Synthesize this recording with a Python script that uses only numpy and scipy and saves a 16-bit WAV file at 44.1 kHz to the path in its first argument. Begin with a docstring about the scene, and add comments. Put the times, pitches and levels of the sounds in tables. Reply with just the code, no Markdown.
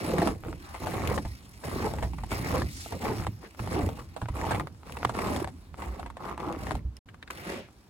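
"""Slow footsteps on cold, packed snow over a wooden deck, heard from a phone in the walker's hand.
Below the microphone each boot loads the snow and rolls off: the snow sticks, slips, groans and
collapses in tiny fractures and sharp cracks, and the boards thud. Close by a winter jacket swishes;
low wind rumbles on the microphone and a wooden wall returns a quick reflection.
The sound drops out briefly before one last, lighter step."""
import sys
import numpy as np
from scipy import signal
from scipy.fft import rfft, irfft, next_fast_len
from scipy.io import wavfile
from scipy.ndimage import uniform_filter1d

SR = 44100
rng = np.random.default_rng(int(sys.argv[2]) if len(sys.argv) > 2 else 0)


def file_out(sig):
    """Save sig as 16-bit WAV at sys.argv[1]."""
    # one column per channel
    cols = np.atleast_2d(sig).T
    # limit, then scale
    lim = np.clip(cols, -1, 1)
    pcm = np.round(lim * 32767).astype(np.int16)
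    wavfile.write(sys.argv[1], SR, pcm)


N = 348213
TIME = np.arange(N) / SR

# boots pressing the snow, full steps and light shifts of weight: t/s, loading/s, rolling off/s,
# then relative level/dB of crunch, deep groan, jacket and deck rumble
STEPS = [(0.005, 0.25, 0.067, -37.5, -31, -46, -36), (0.454, 0.0091, 0.061, -48, -40, -68, -37),
         (0.818, 0.31, 0.055, -37.5, -35, -53, -30), (1.648, 0.21, 0.06, -40.5, -35, -47.5, -32.5),
         (1.92, 0.13, 0.017, -47.5, -43, -60, -35.5), (2.312, 0.0074, 0.11, -38.5, -38.5, -41.5, -33),
         (2.449, .11, 0.063, -36, -34, -44, -29), (2.922, 0.0045, 0.028, -42, -35.5, -73, -36),
         (3.02, 0.049, 0.099, -37.5, -34, -49.5, -37.5), (3.159, 0.043, 0.054, -44, -46.5, -52, -32.5),
         (3.422, 0.014, 0.016, -51.5, -46.5, -66, -58), (3.595, 0.073, 0.26, -48, -43.5, -54, -36),
         (3.706, 0.043, 0.14, -39.5, -34, -47.5, -34.5), (3.959, 0.04, 0.027, -46, -50, -61, -45),
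         (4.356, 0.17, 0.092, -36.5, -37, -51, -32.5), (4.867, 0.24, 0.048, -46.5, -46, -57.5, -42),
         (5.151, 0.13, 0.15, -35.5, -33, -47, -34.5), (5.783, 0.0064, 0.25, -43.5, -46.5, -56.5, -55),
         (6.21, 0.09, 0.04, -38.5, -42, -59.5, -44), (6.4, 0.1, 0.06, -36.5, -38, -60.5, -41.5),
         (6.58, 0.11, 0.083, -44, -41, -52, -35.5), (7.316, 0.098, 0.041, -53.5, -48.5, -51.5, -47.5),
         (7.449, 0.061, 0.087, -42, -39.5, -49.5, -45)]
CRUNCH_COLUMN, GROAN_COLUMN, JACKET_COLUMN, DECK_COLUMN = 3, 4, 5, 6
# how firmly the snow grips the sole along the way: t/s, squeak above crunch/dB
GRIP = [(3.8, 3), (4.5, 6.5), (5.4, 3), (6.5, 13), (6.7, -4)]
# wind on the microphone: t/s, level/dB
WIND_LEVEL = [(0, -40.5), (1.5, -50.5), (2.2, -36), (3.5, -57), (4.2, -43.5), (4.8, -54), (5.65, -49),
              (5.88, -42), (6.7, -49.5), (7.1, -52), (7.9, -59.5)]
# faint rustle of the jacket between steps: t/s, relative level/dB
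RUSTLE_LEVEL = [(0.38, -58), (0.9, -46.5), (1.5, -54), (2.2, -53.5), (2.85, -44), (3.2, -52.5), (3.35, -58),
                (4.1, -56.5), (4.75, -64), (5.6, -60), (6.9, -93), (7.8, -62)]
# hollow groans under full weight, the first row a hum of the deck: middle t/s, level/dB, f/Hz, length/s
GROANS = [(0.12, -30.5, 184, 0.19), (0.228, -28, 327, 0.07), (1.113, -31, 470, 0.06),
          (1.857, -29.5, 401, 0.1), (2.559, -30.5, 498, 0.1), (3.049, -32.5, 826, 0.064),
          (3.105, -34, 430, 0.085), (3.782, -30, 350, 0.097), (4.441, -34, 897, 0.094)]
# the sharpest cracks of the crust: t/s, level/dB, f/Hz, crumbling time/s
CRACKS = [(0.183, -24.5, 740, 0.0063), (0.219, -25, 800, 0.009), (0.273, -22.5, 704, 0.009),
          (0.744, -34, 950, 0.018), (0.87, -26, 680, 0.011), (0.938, -32.5, 770, 0.009),
          (1.178, -26.5, 830, 0.0079), (1.251, -36.5, 890, 0.017), (1.637, -37.5, 860, 0.017),
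          (1.854, -36, 736, 0.06), (1.937, -30.5, 740, 0.0054), (1.986, -34, 875, 0.0048),
          (2.026, -29.5, 780, 0.017), (2.134, -39, 940, 0.0078), (2.185, -39, 960, 0.0059),
          (2.236, -32.5, 865, 0.0052), (2.318, -29, 780, 0.0056), (2.619, -27.5, 840, 0.0039),
          (2.86, -36.5, 710, 0.0057), (2.923, -33.5, 740, 0.01), (3.268, -25.5, 840, 0.0053),
          (3.593, -34.5, 1140, 0.0058), (3.674, -33, 960, 0.003), (3.889, -30.5, 740, 0.0051),
          (4.164, -32.5, 734, 0.0098), (4.217, -32.5, 845, 0.011), (4.286, -32, 1000, 0.0076),
          (4.509, -23.5, 890, 0.014), (4.547, -28.5, 900, 0.014), (4.598, -28, 970, 0.004),
          (4.672, -35.5, 990, 0.0035), (4.97, -32.5, 980, 0.0036), (5.0494, -16.5, 1060, 0.003),
          (5.095, -27.5, 800, 0.0057), (5.189, -25, 1020, 0.0037), (5.363, -30, 840, 0.0088),
          (5.402, -32.5, 820, 0.0097), (5.445, -28.5, 770, 0.0019), (5.474, -32.5, 820, 0.011),
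          (5.821, -34.5, 970, 0.0094), (5.995, -33.5, 760, 0.01), (6.061, -37, 890, 0.01),
          (6.102, -38, 1020, 0.0055), (6.169, -36.5, 816, 0.0073), (6.378, -33.5, 870, 0.0014),
          (6.402, -34.5, 970, .002), (6.669, -33.5, 910, 0.0078), (6.709, -25.5, 930, 0.0015),
          (6.718, -29, 714, 0.0025), (6.753, -30.5, 760, 0.0027), (7.088, -46, 1810, 0.0074),
          (7.144, -46, 1370, 0.0037), (7.228, -39, 1900, 0.0031), (7.277, -44, 1810, 0.005),
          (7.304, -32.5, 1290, 0.0047)]
# the walker's weight landing on the boards: t/s, relative peak level/dB, favoured f/Hz
THUDS = [(0.187, -15, 188), (0.297, -27, 67.3), (1.191, -25, 188), (1.254, -24, 71), (2.037, -21.5, 72.62),
         (2.627, -25, 75.4), (3.093, -23.5, 94), (3.283, -23.5, 114), (3.601, -26.5, 116),
         (3.832, -19.5, 92), (4.224, -24, 109), (4.301, -23.5, 69.5), (5.054, -24.5, 121), (6.744, -25, 63),
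         (6.851, -24, 57.4), (7.47, -33, 190)]
# small hard ticks of clothing and ice: t/s, relative peak level/dB
TICKS = [(0.274, -33), (1.074, -24.5), (2.315, -35), (3.269, -45), (4.922, -35.5), (5.362, -31),
         (5.401, -41), (6.525, -39.5), (6.969, -45), (7.307, -31.5), (7.3733, -41)]
# single clean slips of firm snow that ring like wood: t/s, level/dB
CREAKS = [(0.437, -35.5), (0.45, -39), (0.485, -38), (0.529, -34), (3.2, -38), (3.223, -35), (3.248, -35),
          (3.548, -46), (4.258, -35.5), (4.341, -50), (4.353, -42), (4.609, -29.5), (4.833, -43),
          (4.873, -43.5), (4.897, -39.5), (5.0306, -25), (5.152, -30.5), (5.743, -38), (6.03, -34.5),
          (7.687, -48)]
# light scuffs of soles and sleeves: t/s, level/dB, f/Hz, length/s
SCUFFS = [(0.562, -49.5, 1010, 0.27), (1.131, -44, 7200, 0.049), (2.647, -47, 5700, 0.3),
          (3.43, -49, 1600, 0.054), (7.33, -47.5, 2180, 0.4)]

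# ringing modes: f/Hz, t60/s, relative level/dB
DECK_MODES = [(57.1, 0.37, -4), (68.6, 0.29, -5.5), (91.9, 0.25, -0.5), (117, 0.23, 2), (160, 0.11, -1.5),
              (194, 0.067, 13.5), (284, 0.056, 17.5)]  # wooden boards
CREAK_MODES = [(880, .008, -1), (1240, .008, 0), (2150, .004, -5)]  # firm snow
CLICK_MODES = [(3040, .011, -13), (5330, 0.011, 2), (9040, 0.0033, 1)]  # a small metallic click

# spectral densities: f/Hz, relative level/dB
GUST_SPECTRUM = [(20, -28.5), (35, -11.5), (55, 3), (80, 0), (115, -8.5), (180, -13), (300, -13.5)]  # wind on the microphone
AIR_SPECTRUM = [(60, -6), (200, 6.5), (500, -2), (1000, -2.5), (2000, -12), (5000, -16.5), (15000, -27)]  # hush of the open yard
CRUNCH_SPECTRUM = [(400, -19), (650, -6.5), (950, -10.5), (1400, -13), (2100, -6), (3000, -22), (5000, -25),
                   (12000, -31.5)]  # grains breaking in the top layer
GRIT_SPECTRUM = [(1800, 23), (2600, 17.5), (5500, 2.5), (13000, -8.5)]  # grit thrown off by a slip
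GROAN_SPECTRUM = [(100, -24.5), (180, 1), (300, 2), (500, -0.5), (650, -6.5), (950, -16.5)]  # deeper snow packing
RUMBLE_SPECTRUM = [(35, -16.5), (55, -1), (80, 2.5), (115, -1.5), (180, -7.5), (300, -15)]  # boards under load
CLOTH_SPECTRUM = [(1200, 15), (2200, 13.5), (3300, 0), (4800, 8), (6700, -5.5), (8500, 5), (13500, -5),
                  (16000, 0)]  # stiff cloth rubbing
EDGE_SPECTRUM = [(2000, 11), (3800, 10.5), (5500, -3.5), (8500, 6.5), (15000, -19)]  # icy edge of a crack
TICK_SPECTRUM = [(2000, 21), (3600, 14), (5300, 8.5), (8000, 10), (15000, 2)]  # hard tick of clothing or ice

# left microphone port above the right: f/Hz, level/dB
PORT_BALANCE = [(100, -2), (2000, 0.5), (4000, 4), (8000, -3.5), (13000, 0.5)]


def undb(db):
    """Decibels to gain."""
    return 10 ** (np.asarray(db) / 20)


def unit(x):
    """Scale to an rms of one."""
    return x / np.sqrt(np.mean(x ** 2) + 1e-20)


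def curve(table):
    """Gain over time from points of t/s, level/dB."""
    return undb(np.interp(TIME, *np.transpose(table)))


def add(out, s, sound):
    """Mix a sound in at a time."""
    i = max(int(s * SR), 0)
    out[:, i:i + sound.shape[-1]] += sound[..., :N - i]


def at_level(sound, db):
    """Scale a short sound so that its loudest four milliseconds have this level."""
    power = uniform_filter1d(np.mean(sound ** 2, axis=0), size=176)
    return sound * undb(db) / np.sqrt(power.max())


def flutter(rate, t=TIME):
    """Smooth random wavering with a spread near one."""
    knots = rng.standard_normal(4096)
    return np.interp(t * rate, np.arange(len(knots)), knots)


def ring(x, hz, q):
    """A resonance with gain one at its centre."""
    return signal.lfilter(*signal.iirpeak(hz, q, fs=SR), x + 1e-18)


def linger(x, decay_s):
    """Give each impulse an exponential tail."""
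    return signal.lfilter([1], [1, -np.exp(-1 / (decay_s * SR))], x)


def ports(mid, side, hz, apart_hz=2100):
    """The microphone's two ports: alike in the bass, ever less alike in the treble."""
    spread = (hz / (hz + apart_hz)) ** .5
    return np.array([mid + spread * side, mid - spread * side]) / np.sqrt(1 + spread ** 2)


def from_below(x, lag_samples=13):
    """Sound from under the phone reaches the right port before the left."""
    return np.array([np.roll(x[0], lag_samples), x[1]])


def colour(drive, spectrum, width=1, wander_db=0):
    """Each impulse rings third-octave bands with random strengths: every grain has its own tone."""
    f, db = np.transpose(spectrum)
    out, at = 0, np.flatnonzero(drive)
    for hz in 20 * 2 ** (np.arange(30) / 3):
        if f[0] / 1.1 < hz < f[-1] * 1.1:
            size = drive[at] * undb(wander_db * flutter(22, TIME[at]))  # the favoured tones shift
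            mid, side = rng.standard_normal((len(at), 2)).T * size
            kicks = np.zeros((2, len(drive)))
            kicks[:, at] = ports(mid, width * side, hz)
            band = signal.butter(2, [hz / 1.13, hz * 1.13], "band", fs=SR, output="sos")
            gain = undb(np.interp(np.log(hz), np.log(f), db))
            out = out + gain * signal.sosfilt(band, kicks + 1e-18)
    return unit(out)


def effort(column, attack_s, swell_db, ease_db, release_s, lag_s=0):
    """Gain of one layer over all steps: the boot lands, takes full weight, rolls off and lets go."""
    power = np.zeros(N)
    for step in STEPS:
        start, load_s, roll_s = step[:3]
        times = start + lag_s + np.cumsum([0, attack_s, load_s, roll_s, release_s]) - attack_s
        during = slice(*np.searchsorted(TIME, times[[0, -1]]))
        shape_db = np.interp(TIME[during], times, [-40, swell_db, 0, ease_db, -40])
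        power[during] += undb(step[column] + shape_db) ** 2
    return np.sqrt(power)


def fractures(rate, scatter_db, clump_db, clump_rate):
    """Random impulses of uneven size that come in avalanches."""
    hit = rng.random(N) < rate / SR
    sizes = hit * undb(scatter_db * rng.standard_normal(N) + clump_db * flutter(clump_rate))
    # the steady weight of the body sets how much snow breaks in any short while
    return sizes / np.sqrt(np.abs(uniform_filter1d(sizes ** 2, size=1300)) + 1e-6)


def stick_slip(slip_rate=135, scatter_db=5, evenness=2):
    """Cold snow holds and lets go under the sole in a train of slips, ragged when evenness is low."""
    gaps = rng.gamma(evenness, 1 / (evenness * slip_rate), size=4000)
    at = (np.cumsum(gaps) * SR).astype(int)
    at = at[at < N]
    slips = np.zeros(N)
    slips[at] = undb(scatter_db * rng.uniform(-1, 1, len(at)))
    return slips


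def knock(push, hz, q=1):
    """A slip under the boot: a few cycles of one resonance, its overtones muffled by sole and snow."""
    sole = signal.butter(4, 1.167 * hz, fs=SR, output="sos")
    return signal.sosfilt(sole, ring(push, hz, q))


def pings(events, modes, detune):
    """Single short blows each ring a few modes, randomly mistuned by the fraction detune."""
    out, t = np.zeros((2, N)), TIME[:2048]
    for s, db in events:
        sound = 0
        for hz, t60, mode_db in modes:
            shift, lean = rng.standard_normal(2)
            mode = undb(mode_db - 60 * t / t60) * np.sin(2 * np.pi * hz * (1 + detune * shift) * t)
            sound = sound + ports(mode, mode * lean / 2, hz)
        add(out, s, at_level(sound, db))
    return out


def wind():
    """Low gusts rumble right on the microphone."""
    return colour(np.ones(N), GUST_SPECTRUM, wander_db=5.5) * curve(WIND_LEVEL)


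def yard_air(level_db=-59):
    """The faint, steady hush of the open yard."""
    return undb(level_db) * colour(np.ones(N), AIR_SPECTRUM)


def crumbs(gain_db=-14, icy_db=-10, hz=1050):
    """As the weight shifts before each step, firm crust gives in ticks that go on under the boot."""
    breaks = fractures(rate=70, scatter_db=3, clump_db=2, clump_rate=9) * undb(4 * flutter(25))
    knocks = unit(knock(ports(breaks, breaks * rng.standard_normal(N), hz), hz))
    ticks = knocks + undb(icy_db) * from_below(colour(breaks, GRIT_SPECTRUM))
    weight = effort(CRUNCH_COLUMN, attack_s=0.85, swell_db=-9.5, ease_db=-13, release_s=0.048)
    return undb(gain_db) * ticks * np.sqrt(curve(GRIP)) * weight


def squeak(low_hz=860, high_hz=1100, q=3.9, width=1.64):
    """Firm snow ratchets in fairly even slips, each a knock shared at random by two resonances."""
    slips = stick_slip(scatter_db=3.5, evenness=6)
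    share, side = rng.random(N), rng.uniform(-1, 1, N)
    out = 0
    for hz, push in ((low_hz, share * slips), (high_hz, (1 - share) * slips)):
        stereo_push = ports(push, width * push * side, hz)
        out = out + knock(ring(stereo_push, hz, 1), hz, q)
    return unit(out)


def top_snow(top_db=1, creak_db=-5, grit_db=-19, burst_s=0.01, creak_hz=620):
    """Slips under the sole creak, throw off grit and set off bursts of crunching grains."""
    slips, grip = stick_slip(), curve(GRIP)
    bursts = 1 + linger(slips, burst_s)  # steady creep, plus a surge at each slip
    grains = fractures(rate=800, scatter_db=4, clump_db=3, clump_rate=70) * bursts
    creak = unit(knock(ports(slips, slips * rng.standard_normal(N), creak_hz), creak_hz))
    loose = colour(grains, CRUNCH_SPECTRUM, wander_db=2.5) + undb(creak_db) * creak
    # firm snow spends the work of the boot on squeaking, loose snow on crunching and a lower creak
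    top = (loose + grip * squeak()) / np.sqrt(1 + grip ** 2)
    grit = from_below(colour(slips, GRIT_SPECTRUM))
    crushing = effort(CRUNCH_COLUMN, attack_s=0.06, swell_db=-6.5, ease_db=-10, release_s=0.086)
    return (undb(top_db) * top + undb(grit_db) * grit) * crushing


def deep_snow(gain_db=1):
    """The packed snow further down groans in duller fractures."""
    grains = fractures(rate=700, scatter_db=4, clump_db=6, clump_rate=91)
    packing = effort(GROAN_COLUMN, attack_s=0.053, swell_db=-5, ease_db=-4, release_s=0.12)
    return undb(gain_db) * colour(grains, GROAN_SPECTRUM, wander_db=2) * packing


def deck_rumble(gain_db=-1):
    """The boards under the snow rumble while they carry a step."""
    load = effort(DECK_COLUMN, attack_s=0.028, swell_db=-7, ease_db=-2.5, release_s=0.34, lag_s=0.0051)
    return undb(gain_db) * colour(np.ones(N), RUMBLE_SPECTRUM, wander_db=2.5) * load


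def jacket(swish_db=4, rustle_above_hz=2500):
    """Stiff cloth near the microphone rubs in a fizz of tiny catches, thinner between strides."""
    catches = fractures(rate=4000, scatter_db=3, clump_db=3.5, clump_rate=110)
    cloth = colour(catches, CLOTH_SPECTRUM, width=0.5, wander_db=3)
    rustle = signal.sosfilt(signal.butter(2, rustle_above_hz, "high", fs=SR, output="sos"), cloth)
    stride = effort(JACKET_COLUMN, attack_s=0.037, swell_db=-1.5, ease_db=-7, release_s=0.047)
    return from_below(cloth * stride * undb(swish_db) + rustle * curve(RUSTLE_LEVEL))


def groans(slip_rate=300, ring_s=0.0061, sag_per_s=0.68, upper_db=-3, upper_ratio=2.05, muffle_hz=1000):
    """Under full weight, crowded slips ring a hollow pair of resonances that sinks as the snow packs."""
    out = np.zeros((2, N))
    sole = signal.butter(4, muffle_hz, fs=SR, output="sos")
    for s, db, hz, length_s in GROANS:
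        swell = signal.windows.hann(int(length_s * SR))
        t = TIME[:len(swell)] - length_s / 2
        slips = stick_slip(slip_rate)[:len(t)]
        push = ports(slips, slips * rng.standard_normal(len(t)) / 2, hz)
        cycles = np.cumsum(hz * np.exp(-sag_per_s * t)) / SR
        groan = 0
        for ratio, gain in ((1, 1), (upper_ratio, undb(upper_db))):
            phasor = np.exp(2j * np.pi * ratio * cycles)
            ringing = (phasor * linger(push / phasor, ring_s)).real  # a resonance that glides
            groan = groan + gain * unit(ringing)
        add(out, s - length_s / 2, unit(signal.sosfilt(sole, groan)) * swell * undb(db))
    return out


def cracks(lead_s=0.003, slip_rate=1900, crumb_db=-5, snap_db=-3, body_hz=330):
    """The crust slips, gives with one snap and crumbles: a knock with a hollow body and an icy edge."""
    out, t = np.zeros((2, N)), TIME[:4096] - lead_s
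    for s, db, hz, crumble_s in CRACKS:
        strain = np.exp(np.minimum(2 * t / lead_s, -t / crumble_s))
        slips = (rng.random(len(t)) < slip_rate / SR) * strain * undb(crumb_db)
        mid, side = rng.uniform(-1, 1, (2, len(t))) * slips
        snap = np.argmax(strain)
        mid[snap], side[snap] = undb(snap_db) * np.array([1, rng.uniform(-1, 1)])
        push = ports(mid, side, hz)
        upper_hz = hz * rng.uniform(1.7, 2.4)
        upper = ring(ring(push, upper_hz, q=3), upper_hz, q=3)
        crust = unit(knock(push, hz, q=2.1) + undb(-12) * upper)
        body = undb(-12) * unit(knock(push, body_hz, q=4))
        edge = undb(-14) * from_below(colour(slips, EDGE_SPECTRUM))
        add(out, s - lead_s, at_level(crust + body + edge, db))
    return out


def board_thuds(gain_db=-1, rise_s=0.0038, log_spread=0.39, detune=0.041):
    """Each landing rings the deck; the place of the foot favours the modes near one pitch."""
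    out, t = np.zeros((2, N)), TIME[:12000]
    for s, db, favoured_hz in THUDS:
        thud = 0
        for mode_hz, t60, mode_db in DECK_MODES:
            share = np.exp(-np.abs(np.log(mode_hz / favoured_hz)) / log_spread)
            hz = mode_hz * (1 + detune * rng.standard_normal())
            thud = thud + share * undb(mode_db - 60 * t / t60) * np.sin(2 * np.pi * hz * t)
        thud = thud * (1 - np.exp(-t / rise_s))
        add(out, s, thud / np.abs(thud).max() * undb(db + gain_db))
    return out


def hard_ticks(t60_s=0.012):
    """Clothing and ice tick now and then, each a bright burst that dies at once."""
    out = np.zeros((2, N))
    for s, db in TICKS:
        tick = colour(undb(-60 * TIME[:1024] / t60_s), TICK_SPECTRUM, width=0.5)
        add(out, s, tick / np.abs(tick).max() * 2 * undb(db))
    return from_below(out)


def creaks():
    """Single clean slips of firm snow ring like wood, a little differently each time."""
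    return pings(CREAKS, CREAK_MODES, detune=0.08)


def scuffs():
    """Soles and sleeves give brief soft rubs that swell and fade."""
    out = np.zeros((2, N))
    for s, db, hz, length_s in SCUFFS:
        swell = signal.windows.hann(int(length_s * SR))
        rub = ring(ring(rng.standard_normal((2, SR)), hz, q=1), hz, q=1)
        add(out, s, unit(rub)[:, :len(swell)] * swell * undb(db))
    return out


def metal_click(at_s=6.968, level_db=-44):
    """One small metallic click rings just before the dropout."""
    return pings([(at_s, level_db)], CLICK_MODES, detune=0)


def wall(x, echo_s=0.006, sway=0.25, echo_db=-11):
    """The nearby wooden wall adds one quick reflection, whose delay shifts as the walker moves."""
    late = TIME - echo_s * np.exp(sway * flutter(2))
    return x + undb(echo_db) * np.array([np.interp(late, TIME, channel) for channel in x])


def scene():
    """Snow and deck lie ahead of and below the microphone, in light wind; the jacket is close by."""
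    snow = wall(top_snow() + deep_snow() + groans() + cracks() + creaks() + crumbs())
    outdoors = snow + board_thuds() + deck_rumble() + wind() + yard_air()
    close = wall(jacket() + hard_ticks() + scuffs()) + metal_click()
    return from_below(outdoors, lag_samples=3) + close


def suppress_noise(x, quiet_db=-66, above_hz=450):
    """The phone's noise suppressor turns the treble down whenever little of it is left."""
    bass = signal.sosfiltfilt(signal.butter(2, above_hz, fs=SR, output="sos"), x)
    treble = x - bass
    power = np.abs(uniform_filter1d(np.mean(treble ** 2, axis=0), size=900))
    return bass + treble * power / (power + undb(quiet_db) ** 2)


def record(dry):
    """The handheld phone: hushed pauses, a colour for each port, the top cut off; the sound also falls silent
    for a moment."""
    dropout_from_s, dropout_to_s, top_hz = 6.991, 7.058, 15900
    size = next_fast_len(N)
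    hz, db = np.transpose(PORT_BALANCE)
    lean_db = np.interp(np.log1p(np.fft.rfftfreq(size, 1 / SR)), np.log(hz), db)
    port_gains = undb(np.array([lean_db, -lean_db]) / 2)
    heard = irfft(rfft(suppress_noise(dry), size) * port_gains, size)[:, :N]
    live = (TIME < dropout_from_s) | (TIME > dropout_to_s)
    gate = np.maximum(uniform_filter1d(live.astype(float), size=64), 0.002)
    top_cut = signal.ellip(10, 0.2, 80, top_hz, fs=SR, output="sos")
    return signal.sosfilt(top_cut, heard * gate)


dry = scene()
out = record(dry)
file_out(out)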